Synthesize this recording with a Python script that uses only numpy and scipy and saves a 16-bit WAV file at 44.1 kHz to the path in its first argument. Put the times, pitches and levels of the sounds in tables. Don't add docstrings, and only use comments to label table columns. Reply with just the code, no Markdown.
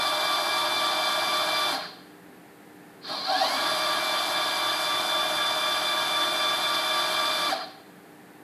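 import sys
import numpy as np
from scipy import signal
from scipy.fft import rfft, irfft, next_fast_len
from scipy.io import wavfile
from scipy.ndimage import map_coordinates

SR = 44100
rng = np.random.default_rng(int(sys.argv[2]) if len(sys.argv) > 2 else 0)


def pcm_store(signal):
    levels = np.round(np.clip(np.atleast_2d(signal), -1, 1) * 32767)
    wavfile.write(sys.argv[1], SR, levels.astype(np.int16).T)


N = 371753

STEPS_PER_TURN, CRUISE_STEPS_PER_S = 300, 1172
# start, start of braking, one pass of the screw's tight spot, all in seconds.
MOVES_S = [(-1, 1.722, .077), (3.022, 7.49, 3.9)]
# seconds since the start, speed as a share of cruise.
SPIN_UP = [(0, 0.0019), (.025, .17), (.075, .52), (.105, .555), (.19, .46), (.23, .51), (.3, .657),
           (.39, .775), (.49, .925), (.56, 0.98), (.66, 1)]
# cruise level in dB, its speed exponent, mid-speed base level in dB,
# roughness 0-1, swell per turn in dB, swell lag in turns.
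STEP_HARMONICS = [(-35.8, 4.2, -42.5, 0.2, 4.7, 0), (-40.5, 14, -57, 0.2, 1.9, 0.71),
                  (-34.3, 26, -50, 0.15, 1.6, 0)]
# time in seconds, offsets in dB for frame, nut, housing
TRAVEL_DRIFT = [(0, 2.5, -1.172, 0.9, 0.5, 1.5, 0, 0.85), (1.7, 1.9, -0.1, 0.8, -0.5, 2.5, 0.5, 1.05),
                (3.6, 1, 0.4, 1.5, -0.5, -1.5, -1, 0.9), (4.3, 1, 0.15, 0, -3.5, 0.5, 0, 1.1),
                (5.2, -0.5, -0.041, -1.998, -1.3, -5, 2.5, 1),
                (6.2, -1.3, 0.19, -1.5, -0.5, -0.5, 3.5, 1.05), (7.45, -2.968, 0.16, 1, 0.7, -2, 1.3, 0.75)]
# cycles per turn, base level in dB.
DRIVE_ORDERS = [(30, -61), (80, -50), (90, -47.5), (120, -57.5), (150, -47.5), (156, -45), (160, -39.8),
                (164, -46), (170, -47.5), (180, -47), (184, -47.5), (190, -45), (220, -47), (240, -41),
                (288, -49), (320, -43.5), (330, -46.5), (360, -44), (380, -45), (420, -45), (474, -53),
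                (520, -52), (680, -58), (818, -45.5), (836, -51), (980, -54), (1074, -52), (1203, -47.5),
                (1235, -46.5), (1252, -52), (1500, -64), (1800, -70), (2100, -61)]
SIDEBAND_ORDERS = [(598, -51), (604, -43), (610, -45), (612, -43)]
# time in seconds, gain in dB.
SIDEBAND_GAIN = [(1.7, -9.5), (3.6, -22), (5, -3.5), (7.5, -3)]
PART_DRIVE = {"frame": (-34.5, 0.83, 2.5, 5.5, 0.95, 1.5, -1, 90),
              "nut": (-35.5, 0.8166, 1.6, -2, 0.57, 2, -1.5, 84),
              "housing": (-36.5, 0.82, 1, 3, 0.5, 0, -1.5, 95),
              "bearings": (-41.5, 0.83, 2.5, -2.5, 0, 0, -6, 110)}
# frequency in Hz, relative level in dB.
BED_SPECTRUM = [(65, -45), (100, -19), (122, -9.5), (170, -5), (250, -2.5), (320, -3.5), (420, 0.5),
                (480, -1.5), (560, -3.5), (800, -35)]
FRAME_SPECTRUM = [(480, -50), (565, -32), (605, -1.5), (690, -0.5), (790, -4), (905, -7.5), (970, -4.5),
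                  (1060, -3.5), (1130, -2.5), (1300, -47)]
NUT_SPECTRUM = [(900, -33), (1080, -1), (1300, -.5), (1510, -0.5), (1640, 0.5), (1850, -5), (1950, -8.5),
                (2200, -7), (2350, -3.5), (2500, -9.5), (2800, -10), (3100, -5.5), (3220, 0.5), (3360, -9),
                (3520, -0.5), (3900, -19), (5000, -51)]
HOUSING_SPECTRUM = [(2500, -44), (3400, -12), (3750, -4.5), (3950, -5), (4120, 0.5), (4250, -2.5),
                    (4420, -3), (4570, -9), (4700, -3), (4880, -4), (5060, -19.5), (5400, -14), (6200, -29),
                    (9000, -40)]
BEARING_SPECTRUM = [(4000, -7), (5350, 4.5), (5800, -1), (6300, 1.5), (6850, -2.5), (7100, -4.5),
                    (7500, -2.5), (8200, -1), (8750, -7.5), (9600, -2.5), (10600, 0), (11500, -0.5),
                    (12700, -5.5), (14300, -20)]
FLANGE_SPECTRUM = [(4450, -30), (4620, -14), (4690, -2), (4750, -7.5), (4820, 3.5), (4910, -3), (4980, -12),
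                   (5100, -32)]
CHIRP_SPECTRUM = [(500, -25), (950, -9), (1150, 3), (1350, -12), (1570, 3), (1750, -12), (2000, -13),
                  (2300, -6), (2650, -19), (3090, 5), (3350, -7), (3750, 3), (4250, -5), (4550, -12),
                  (4850, -12), (5150, -17), (5500, 2), (5800, -13), (8000, -24)]
AIR_SPECTRUM = [(25, -28), (55, -26.5), (120, -7.5), (180, 1), (230, -2.5), (300, -0.5), (430, -6.5),
                (560, -8), (800, -6.5), (1150, -12), (1700, -10), (3000, -21), (4300, -23), (5700, -30),
                (8000, -26.5), (14400, -25.5)]
# centre in Hz, width in Hz, weight in dB before squaring.
BED_BENDING_MODES = [(282, 50, 0)]
FRAME_MODES = [(662, 28, -6.5), (756.6, 54, -2)]
HOUSING_MODES = [(4230, 190, 0)]
# centre in seconds, half length in seconds, peak gain in dB.
FRAME_SHUDDERS = [(1.748, 0.0072, -32), (1.773, 0.0086, -32), (3.309, 0.021, -25.5), (3.353, 0.014, -26.5),
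                  (3.422, 0.013, -21.5), (3.521, 0.037, -37), (7.531, 0.008, -23.5), (7.596, 0.0047, -31.5)]
HOUSING_BUZZES = [(1.757, .008, -38), (1.845, .022, -39.5), (3.066, .025, -44.5), (3.335, .02, -37),
                  (3.395, .02, -36.5), (7.618, .017, -39.5)]
# frequency in Hz, level in dB.
FAN_TONES = [(179, -66), (200, -75), (300, -56.5), (399, -61.5), (465, -65), (700, -69.5), (798, -65.5),
             (1453, -85), (1771, -69.5)]


def motion(brake_s=.105, drag=.05, push_s=.48):
    t = np.arange(N) / SR
    speed, angle, push = np.zeros((3, N))
    turned = lambda v: np.cumsum(v) * CRUISE_STEPS_PER_S / SR / STEPS_PER_TURN
    for start_s, stop_s, tight_s in MOVES_S:
        age_s = t - start_s
        slowing = np.clip((1 + drag) * np.exp(-np.maximum(t - stop_s, 0) / brake_s) - drag, 0, 1)
        move = np.interp(age_s, *np.transpose(SPIN_UP), left=0, right=1) * slowing
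        speed += move
        angle = np.where(age_s > 0, turned(move) - np.interp(tight_s, t, turned(move)), angle)
        push += (age_s > 0) * np.exp(-(age_s / push_s) ** 4)
    return speed, turned(speed), angle, push


def hunting(angle, wander_steps=.1, lag_steps=.085):
    return (wander_steps * wobble(2.5) - lag_steps * np.sin(2 * np.pi * angle)) / STEPS_PER_TURN


def swell(angle, lag_turns, per_rev=1):
    phase = 2 * np.pi * per_rev * (angle - lag_turns)
    return np.cos(phase) - .15 * np.cos(2 * phase)


def step_whine(turns, speed, angle, waver_db=.6):
    lag_rad = .099 * screw_profile(turns, points=20) + .26 * wobble(14)
    phase = 2 * np.pi * STEPS_PER_TURN * turns + lag_rad
    *drifts_db, depth = curves(TRAVEL_DRIFT)[3:]
    slow = below_cruise(speed)
    jitter_rad = .15 + .3 * slow
    out = np.zeros(N)
    for k, (row, drift_db) in enumerate(zip(STEP_HARMONICS, drifts_db), 1):
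        cruise_db, exponent, middle_db, roughness, swell_db, lag_turns = row
        cruising = amp(cruise_db + drift_db + swell_db * depth * swell(angle, lag_turns))
        ramping = amp(middle_db) * speed ** 2 * np.sqrt(slow)
        gain = np.hypot(cruising * speed ** exponent, ramping)
        flutter = .8 * screw_profile(turns, points=24) + wobble(80)
        tone = sine(k * phase + jitter_rad * wobble(70)) * (1 + roughness * flutter)
        out += gain * amp(waver_db * wobble(20)) * unit(tone)
    return out


def drive_train(turns, speed, waver_db=2.5, drift_rad=.66):
    def tones(rows):
        return sum(amp(db + waver_db * wobble(12))
                   * sine(2 * np.pi * order * turns + drift_rad * wobble(13)) for order, db in rows)
    sideband_db, = curves(SIDEBAND_GAIN)
    return speed ** 5 * (amp(.15) * tones(DRIVE_ORDERS) + amp(sideband_db) * tones(SIDEBAND_ORDERS))


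def ramp_chirps(turns, speed, push, base_db=-35.5, no_push_db=-9, jitter_rad=.48, roughness=.55):
    phase = 2 * np.pi * STEPS_PER_TURN * turns
    overtones = sum(sine(k * phase + rng.uniform(0, 2 * np.pi) + jitter_rad * wobble(120))
                    * (1 + roughness * wobble(130)) for k in range(1, 9))
    level_db = base_db + no_push_db * (1 - push ** .25)
    drive = amp(level_db) * speed ** 2.4 * np.sqrt(below_cruise(speed, exponent=8))
    return shaped(drive * overtones, CHIRP_SPECTRUM)


def step_jolts(turns, jitter_rad=.3):
    phase = 2 * np.pi * STEPS_PER_TURN * turns
    force = np.zeros(N)
    for k in range(2, 8):
        weight = (.35 if k % 2 else 1) / k ** .28
        force += weight * sine(k * phase + rng.uniform(0, 2 * np.pi) + jitter_rad * wobble(70))
    return unit(force)


def scraping(turns, repeat, bumps_db):
    samples_per_turn = round(SR * STEPS_PER_TURN / CRUISE_STEPS_PER_S)
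    pattern = rng.standard_normal(samples_per_turn)
    surface = pattern[np.round(turns * samples_per_turn).astype(int) % samples_per_turn]
    repeat = np.clip(repeat, 0, 1)
    force = np.sqrt(repeat) * surface + np.sqrt(1 - repeat) * rng.standard_normal(N)
    return force * amp(bumps_db * screw_profile(turns, points=160))


def part_gains(speed, angle, push, unsteady_db=.3302):
    frame_db, nut_db, housing_db, *_, depth = curves(TRAVEL_DRIFT)
    coupling_db = 1.9 * swell(angle, lag_turns=-.079, per_rev=3)
    gains = []
    for row, drift_db in zip(PART_DRIVE.values(), [frame_db + coupling_db, nut_db, housing_db, 0]):
        base_db, full_speed, exponent, push_db, swell_db, lag_turns, tail_db, decay_db_per_s = row
        load_db = push_db * push + swell_db * depth * swell(angle, lag_turns)
        level_db = base_db + drift_db + load_db + unsteady_db * wobble(17)
        drive = np.minimum(speed / full_speed, 1) ** exponent
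        gains.append(ringing_on(drive, tail_db, decay_db_per_s) * amp(level_db))
    return gains


def structure(turns, speed, frame_gain, nut_gain, housing_gain, bearing_gain):
    slow = below_cruise(speed)
    kicks = np.sqrt(slow) * speed * step_jolts(turns)
    rub = lambda repeat, bumps_db: scraping(turns, repeat * speed ** 4, bumps_db)
    rumble = amp(-49) * speed ** .41 * coloured(rub(.52, -.5), BED_SPECTRUM)
    growl = amp(-39.5) * speed ** 2 * slow ** .19 * resonating(rng.standard_normal(N), BED_BENDING_MODES)
    rattle = frame_gain * amp(-2) * metal(rub(.5, 1.5), FRAME_SPECTRUM, ring=.43)
    grind = nut_gain * amp(2) * metal(rub(.4, -.5) + .5 * kicks, NUT_SPECTRUM, ring=.55)
    ring = housing_gain * amp(.3) * metal(rub(.23, 3) + .09 * kicks, HOUSING_SPECTRUM, ring=.52)
    sing = housing_gain * slow * amp(-3) * resonating(rng.standard_normal(N) + .37 * kicks, HOUSING_MODES)
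    bearing_force = rub(.13, 1.5) + .38 * kicks
    hiss = bearing_gain * amp(.7) * metal(bearing_force, BEARING_SPECTRUM, ring=1, t60_s=.072)
    return rumble + growl + rattle + grind + ring + sing + hiss


def flange_rasp(turns, speed, housing_gain):
    force = scraping(turns, repeat=.16 * speed ** 4, bumps_db=1)
    return housing_gain * amp(-6) * np.sqrt(np.clip(speed, .5, 1)) * coloured(force, FLANGE_SPECTRUM)


def frame_shudder(speed):
    murmur = amp(-31) * speed ** 3 * below_cruise(speed)
    gain = ringing_on(np.hypot(bursts(FRAME_SHUDDERS), murmur), tail_db=-10, decay_db_per_s=85)
    swing = np.tanh(2 * resonating(rng.standard_normal(N), FRAME_MODES))
    return gain * coloured(swing, FRAME_SPECTRUM)


def housing_buzz(turns, speed, chatter_db=2.5):
    kicks = step_jolts(turns)
    chatter = amp(chatter_db * wobble(130))
    force = lambda: (rng.standard_normal(N) + .5 * kicks) * chatter
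    rattle = amp(-1) * coloured(force(), FLANGE_SPECTRUM) + amp(-2) * coloured(force(), NUT_SPECTRUM)
    ring = amp(-1) * resonating(force(), HOUSING_MODES)
    gain = ringing_on(bursts(HOUSING_BUZZES), tail_db=-14.5, decay_db_per_s=109)
    return gain * (ring + below_cruise(speed, exponent=2) * rattle)


def cooling_fan(air_db=-51):
    t = np.arange(N) / SR
    hum = sum(amp(db + wobble(4.6)) * sine(2 * np.pi * hz * t + .5 * wobble(6)) for hz, db in FAN_TONES)
    return np.sqrt(2) * hum + amp(air_db) * coloured(rng.standard_normal(N), AIR_SPECTRUM)


def metal(force, spectrum, ring, t60_s=.079):
    return coloured(force + ring * tail(force, t60_s), spectrum)


def tail(x, t60_s):
    t = np.arange(int(SR * t60_s)) / SR
    response = rng.standard_normal(len(t)) * amp(-60 * t / t60_s) * (t > .003)
    return signal.oaconvolve(x, response / np.linalg.norm(response))[:N]


def ringing_on(gain, tail_db, decay_db_per_s):
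    fall_db = decay_db_per_s * np.arange(N) / SR
    held_db = np.maximum.accumulate(20 * np.log10(gain + 1e-9) + fall_db) - fall_db
    return np.maximum(gain, amp(held_db + tail_db))


def below_cruise(speed, exponent=4):
    return np.clip(1 - speed ** exponent, 0, 1)


def bursts(rows):
    t = np.arange(N) / SR
    return sum(amp(db) * np.exp(-((t - centre_s) / half_s) ** 2 / 2) for centre_s, half_s, db in rows)


def screw_profile(turns, points):
    profile = np.tile(rng.standard_normal(points), int(turns[-1]) + 2)
    return np.interp(turns * points, np.arange(len(profile)), profile)


def wobble(rate_hz, hop=128):
    knots = rng.standard_normal(int(N * rate_hz / SR) + 5)
    coarse = map_coordinates(knots, [np.arange(N // hop + 2) * hop * rate_hz / SR])
    return np.interp(np.arange(N) / hop, np.arange(len(coarse)), coarse)


def curves(rows):
    times_s, *columns = np.transpose(rows)
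    return [np.interp(np.arange(N) / SR, times_s, column) for column in columns]


def resonating(x, modes):
    def response(hz):
        return sum(amp(db) * 1j * hz * width / (centre ** 2 - hz ** 2 + 1j * hz * width)
                   for centre, width, db in modes) ** 2
    return unit(filtered(x, response))


def coloured(x, spectrum):
    return unit(shaped(x, spectrum))


def shaped(x, spectrum):
    points_hz, db = np.transpose(spectrum)
    return filtered(x, lambda hz: amp(np.interp(np.log(hz + 1), np.log(points_hz), db, -90, -90)))


def filtered(x, response):
    size = next_fast_len(N + SR // 4)
    return irfft(rfft(x, size) * response(np.fft.rfftfreq(size, 1 / SR)), size)[:N]


def sine(phase_rad):
    return np.sin(phase_rad.astype(np.float32))


def amp(db):
    return 10 ** (db / 20)


def unit(x):
    return x / np.sqrt(np.mean(x ** 2) + 1e-20)


def scene():
    speed, turns, angle, push = motion()
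    frame_gain, nut_gain, housing_gain, bearing_gain = part_gains(speed, angle, push)
    rotor = turns + hunting(angle)
    machine = step_whine(rotor, speed, angle) + drive_train(rotor, speed)
    machine += ramp_chirps(rotor, speed, push)
    machine += structure(turns, speed, frame_gain, nut_gain, housing_gain, bearing_gain)
    machine += flange_rasp(turns, speed, housing_gain) + frame_shudder(speed) + housing_buzz(turns, speed)
    workshop = amp(-16.5) * tail(machine, t60_s=.55)
    return (machine + workshop + cooling_fan())[None]


def record(dry, cutoff_hz=14500):
    return filtered(dry[0], lambda hz: hz < cutoff_hz)[None]


dry = scene()
out = record(dry)
pcm_store(out)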